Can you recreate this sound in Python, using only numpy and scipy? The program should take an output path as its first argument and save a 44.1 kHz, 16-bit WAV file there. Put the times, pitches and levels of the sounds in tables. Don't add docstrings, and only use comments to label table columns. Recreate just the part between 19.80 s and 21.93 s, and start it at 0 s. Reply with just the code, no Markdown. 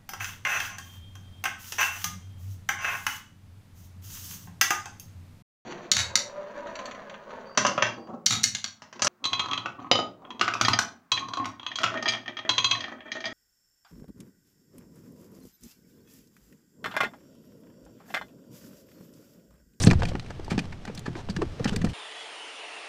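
import sys
import numpy as np
from scipy import signal
from scipy.fft import rfft, irfft
from scipy.io import wavfile

SR = 44100
rng = np.random.default_rng(int(sys.argv[2]) if len(sys.argv) > 2 else 0)


def wav_record(signal):
    frames = np.transpose(np.atleast_2d(signal))
    bounded = np.clip(frames, -1, 1)
    quanta = np.round(bounded * 32767).astype(np.int16)
    wavfile.write(sys.argv[1], SR, quanta)


N = 94065
T = np.arange(N) / SR

# (time [s], settled panel pitch [Hz], level [dB], panel swing time constant [s])
HULL_BLOWS = [(0.0432, 136, -12.5, 0.0039), (0.0708, 160, -1, 0.0024), (0.0954, 149, -20.5, 0.005),
              (0.1161, 175, -12.5, 0.0021), (0.2305, 180, -21, 0.0014), (0.251, 157, -22, 0.0059),
              (.286, 135, -28.5, 0.0055), (0.3168, 522, -28, 0.0021), (0.3497, 210, -20.5, 0.0027),
              (0.595, 347, -29.5, 0.0021), (0.716, 172, -19, 0.0041), (0.739, 203, -22.5, 0.0054),
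              (.779, 204, -15, 0.0028), (1.079, 208, -31, 0.0064), (1.097, 437, -30, 0.0022),
              (1.177, 185, -34.5, 0.0056), (1.2808, 213, -21, 0.0021), (1.355, 330, -29, 0.0044),
              (1.492, 187.6, -24, 0.0094), (1.566, 173, -23.5, 0.0051), (1.586, 319, -26, 0.0061),
              (1.618, 402, -27, 0.0045), (1.625, 347, -20, 0.0039), (1.646, 144, -31.5, 0.0055),
              (1.797, 471, -26, 0.0045), (1.806, 134, -22.5, 0.0031), (1.854, 218, -15.5, 0.0044),
              (1.9191, 193, -22, 0.0061), (1.940, 428, -29.5, 0.007), (1.9649, 199, -20, 0.0038),
              (2.013, 176, -24.5, .007), (2.0415, 186, -13, 0.0025), (2.058, 156, -26.5, 0.0047)]
# (frequency [Hz], level [dB])
HULL_MODES = [(124, 5), (172, 5.5), (205, 3), (237, -5), (278, -1), (340, -1), (482, -4), (700, -10.5)]
# (time of peak [s], level [dB], decay time constant [s],
# tilt above 600 Hz [dB per octave], ring of the touched spot [Hz])
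WET_SLAPS = [(0.038, -19.5, 0.0033, 3.5, 1760), (0.068, -19, 0.0021, 0, 2750),
             (0.0721, -17.5, 0.0042, 2, 4420), (0.094, -32, 0.0012, 1, 6000),
             (0.103, -25, 0.0022, 1.5, 2390), (.112, -16, 0.0042, -1.5, 2180),
             (0.133, -24.5, 0.0027, -1, 1020), (0.2219, -26.5, 0.0065, -3, 1510),
             (0.2329, -18, 0.0046, -1.5, 663), (0.254, -29.5, 0.0028, 2, 2400),
             (0.2876, -34.5, 0.0051, 3.5, 3330), (0.354, -30, 0.0033, -4, 1440),
             (0.397, -29.5, 0.0022, -1, 4130), (0.463, -44, 0.0041, 0, 2410),
             (0.506, -34, 0.0038, -0.5, 1610), (.647, -46.5, 0.0038, 9, 4900),
             (0.681, -30.5, 0.0026, -4, 900), (.708, -31, 0.013, 2, 2320), (0.717, -31, 0.014, -9, 2870),
             (.78, -26.5, 0.005, -1, 1600), (0.7916, -26, 0.0045, 2, 2600),
             (0.927, -39.5, 0.0067, -2, 2210), (1.053, -31.5, 0.0025, 2, 1670),
             (1.078, -37, 0.011, -2, 2260), (1.15, -39, .004, 11.5, 5900), (1.177, -33, 0.0038, 4, 3670),
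             (1.194, -31.5, 0.00075, 11, 4000), (1.263, -34.5, 0.013, -1, 1710),
             (1.3544, -37, 0.0056, -3.5, 2140), (1.489, -32.5, 0.0036, -7, 2850),
             (1.5, -36.5, 0.008, 2, 4670), (1.565, -29.5, 0.0042, 1, 1720), (1.6195, -21, 0.0044, -3, 1045),
             (1.797, -37.5, 0.0055, 0, 1360), (1.845, -21.5, 0.0027, 1.5, 5220),
             (1.856, -19.5, 0.0048, -5, 1700), (1.9624, -22, 0.0022, 5, 1990),
             (2.017, -37.5, 0.0061, 1.5, 1840), (2.047, -30.5, 0.005, 3, 1290),
             (2.072, -38, 0.0083, -4.5, 1840), (2.094, -44.5, 0.019, 4, 2920)]
# (frequency [Hz], level [dB])
DECK_COLOUR = [(100, 14), (400, 12.5), (800, 7), (1100, -1.5), (1600, 4), (2000, -2.5), (3600, -3.5),
               (6000, -7.5), (8500, -16), (11000, -29), (15000, -41.5)]
# (time [s], length [s], level [dB], resonance at the start [Hz], resonance at the end [Hz])
SKIN_RUBS = [(0.188, 0.024, -40.5, 434, 686), (0.256, 0.063, -44.5, 700, 713),
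             (1.352, 0.072, -45, 896, 970), (1.872, 0.03, -34.5, 2757, 3360),
             (1.92, 0.0269, -41.5, 1106, 1700)]
# (time [s], pitch of the zip [Hz], level [dB])
SLEEVE_SLIDE = [(0, 6300, -30.5), (.008, 3300, -40), (.02, 5200, -32.5), (.03, 5900, -24.5),
                (.042, 6500, -41), (.049, 9000, -30.5), (.057, 7400, -45), (.064, 5100, -33),
                (.069, 2900, -44)]
# (frequency [Hz], level [dB])
SLEEVE_HISS_COLOUR = [(500, -29), (5500, 9), (9000, 12), (11000, -7), (15000, -15)]
# (time [s], level [dB])
RUSTLE_LEVEL = [(0, -33.5), (.12, -39), (.16, -44.5), (.3, -47.5), (.43, -49), (.62, -49), (.76, -45),
                (.98, -51.5), (1.04, -49), (1.45, -48.5), (1.8, -45.5), (1.9, -42), (2.13, -48.5)]
# (frequency [Hz], level [dB])
CLOTH_COLOUR = [(60, -55), (220, 16.5), (500, 11), (1000, 3.5), (3200, -2), (6000, -9.5), (9000, -19),
                (15000, -34)]
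# (time [s], level [dB])
RUMBLE_LEVEL = [(0, -26), (.17, -21.5), (.33, -32.5), (.43, -39.5), (.9, -38), (1.03, -44.5), (1.45, -38.5),
                (1.65, -33.5), (1.78, -41), (1.95, -28), (2.13, -34)]
# (frequency [Hz], level [dB])
BOAT_COLOUR = [(22, 0.5), (45, -8.5), (70, -3.5), (115, -3.5), (200, -11.5), (400, -35.5), (1000, -84)]

PANEL_SAG, PANEL_SAG_S = 0.54, 0.0011
PANEL_CUT_HZ = 75
CLACK_DB, CLACK_RATIO, CLACK_Q, CLACK_DECAY_S = -15, 2.08, 0.85, 0.0093
HULL_RING_DB, HULL_BUILD_S = -15, 0.003
HULL_T60_S, HULL_T60_SLOPE = 0.23, -0.6
HULL_SCATTER_DB, HULL_DETUNE = 2, 0.025
SLAP_LEAD_S, SLAP_RISE_SHARE = 0.03, 0.31
SLAP_GRAIN_DB, SLAP_GRAIN_S = 3.5, 0.0005
SPOT_RING_DB, SPOT_Q = 5.5, 9.5
SPOT_CUT_SHARE = 0.32
COCKPIT_DB, COCKPIT_T60_S = -10, 0.041
RUB_Q, RUB_SQUEAK_DB = 6, -4
RUB_SLIP_DB, RUB_SLIP_S = 2, 0.00199
SLEEVE_ROUGH, SLEEVE_ROUGH_S = 0.116, 0.00015
SLEEVE_FLUTTER_DB, SLEEVE_FLUTTER_S = 3.8, 0.0013
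SLEEVE_HISS_DB = -5.5
RUSTLE_GRAINS_PER_S, RUSTLE_GRAIN_DB = 90, -7
RUSTLE_SWELL_DB, RUSTLE_SWELL_S = 1, 0.03
TOP_HZ = 15400


def undb(db):
    return 10 ** (np.asarray(db) / 20)


def unit(x):
    return x / np.sqrt(np.mean(x ** 2))


def curve(rows, axis=1):
    rows = np.array(rows)
    return np.interp(T, rows[:, 0], rows[:, axis])


def colour(x, points, tilt_db=0):
    freqs = np.fft.rfftfreq(len(x), 1 / SR)
    octave = np.log2(np.maximum(freqs, 1))
    hz, db = np.array(points).T
    tilted = db + tilt_db * np.log2(np.maximum(hz, 600) / 1000)
    gain = undb(np.interp(octave, np.log2(hz), tilted))
    return unit(irfft(rfft(x) * gain, len(x)))


def wander(n, seconds):
    step = max(seconds, 1 / SR)
    return np.interp(np.arange(n) / SR / step, np.arange(n), rng.standard_normal(n))


def add(out, start, x):
    i = max(int(start * SR), 0)
    out[i:i + len(x)] += x[:max(N - i, 0)]


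def knocks():
    out, t = np.zeros(N), T[:SR // 2]
    hz, db = np.array(HULL_MODES).T[:, :, None]
    t60 = HULL_T60_S * (hz / hz[0]) ** HULL_T60_SLOPE
    fades = undb(db - 60 * t / t60) * (1 - np.exp(-t / HULL_BUILD_S))
    for start, pitch, level_db, decay in HULL_BLOWS:
        turns = pitch * (t + PANEL_SAG * PANEL_SAG_S * (1 - np.exp(-t / PANEL_SAG_S)))
        swing = (t / decay * np.exp(1 - t / decay)) ** 1.17
        panel = swing * np.sin(2 * np.pi * turns)

        mode_hz = hz * (1 + HULL_DETUNE * rng.standard_normal(hz.shape))
        modes = fades * np.sin(2 * np.pi * mode_hz * t)
        hull = undb(HULL_SCATTER_DB * rng.standard_normal(len(HULL_MODES))) @ modes

        band = signal.iirpeak(CLACK_RATIO * pitch, CLACK_Q, SR)
        once = signal.lfilter(*band, rng.standard_normal(len(t)))
        clack = unit(signal.lfilter(*band, once))
        clack = clack * np.minimum(t / decay, 1) * np.exp(-t / CLACK_DECAY_S)

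        blow = panel + undb(CLACK_DB) * clack + undb(HULL_RING_DB) * hull
        add(out, start, undb(level_db) * blow)
    return signal.lfilter(*signal.butter(2, PANEL_CUT_HZ, "high", fs=SR), out)


def slaps():
    out, t = np.zeros(N), T[:8192]
    for peak, level_db, decay, tilt_db, ring_hz in WET_SLAPS:
        grain = undb(SLAP_GRAIN_DB * wander(len(t), SLAP_GRAIN_S))
        splatter = rng.standard_normal(len(t)) * grain
        ring = signal.lfilter(*signal.iirpeak(ring_hz, SPOT_Q, SR), splatter)
        splatter = splatter + undb(SPOT_RING_DB) * ring
        splatter = signal.lfilter(*signal.butter(2, SPOT_CUT_SHARE * ring_hz, "high", fs=SR), splatter)
        shape = np.exp(np.minimum((t - SLAP_LEAD_S) / SLAP_RISE_SHARE, SLAP_LEAD_S - t) / decay)
        slap = shape * colour(splatter, DECK_COLOUR, tilt_db)
        add(out, peak - SLAP_LEAD_S, undb(level_db) * slap)
    echoes = rng.standard_normal(len(t)) * np.exp(-np.log(1000) * t / COCKPIT_T60_S)
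    echoes = echoes / np.linalg.norm(echoes)
    return out + undb(COCKPIT_DB) * signal.fftconvolve(out, echoes)[:N]


def rubs():
    out = np.zeros(N)
    for start, length, level_db, from_hz, to_hz in SKIN_RUBS:
        n = int(length * SR)
        hz = np.linspace(from_hz, to_hz, n)
        turn = 2 * np.pi * np.cumsum(hz) / SR
        sway = [wander(n, RUB_Q / from_hz / 2) for _ in range(2)]
        squeak = unit(sway[0] * np.cos(turn) + sway[1] * np.sin(turn))
        high_pass = signal.butter(2, SPOT_CUT_SHARE * to_hz, "high", fs=SR)
        scrape = colour(signal.lfilter(*high_pass, rng.standard_normal(n)), DECK_COLOUR)
        slips = unit(undb(RUB_SLIP_DB * wander(n, RUB_SLIP_S)))
        rub = slips * (scrape + undb(RUB_SQUEAK_DB) * squeak)
        add(out, start, undb(level_db) * signal.windows.tukey(n) * rub)
    return out


def sleeve():
    hz = curve(SLEEVE_SLIDE) * (1 + SLEEVE_ROUGH * wander(N, SLEEVE_ROUGH_S))
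    flutter = undb(SLEEVE_FLUTTER_DB * wander(N, SLEEVE_FLUTTER_S))
    zipping = np.sin(2 * np.pi * np.cumsum(hz) / SR) * flutter
    hiss = colour(rng.standard_normal(N), SLEEVE_HISS_COLOUR)
    level = undb(curve(SLEEVE_SLIDE, axis=2)) * (T < SLEEVE_SLIDE[-1][0])
    return (zipping + undb(SLEEVE_HISS_DB) * hiss) * level


def rustle():
    grains = (rng.random(N) < RUSTLE_GRAINS_PER_S / SR) * rng.standard_normal(N)
    smear = rng.standard_normal(SR // 100) * np.exp(-T[:SR // 100] / 0.002)
    crinkle = unit(signal.fftconvolve(grains, smear)[:N])
    rubbing = rng.standard_normal(N) * undb(RUSTLE_SWELL_DB * wander(N, RUSTLE_SWELL_S))
    cloth = colour(rubbing + undb(RUSTLE_GRAIN_DB) * crinkle, CLOTH_COLOUR)
    return cloth * undb(curve(RUSTLE_LEVEL))


def rumble():
    return colour(rng.standard_normal(N), BOAT_COLOUR) * undb(curve(RUMBLE_LEVEL))


def scene():
    return (knocks() + slaps() + rubs() + sleeve() + rustle() + rumble())[None]


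def record(dry):
    rounded = dry / (1 + dry ** 4) ** 0.25
    low_pass = signal.ellip(8, 0.2, 70, TOP_HZ, fs=SR, output="sos")
    return signal.sosfilt(low_pass, rounded)


dry = scene()
out = record(dry)
wav_record(out)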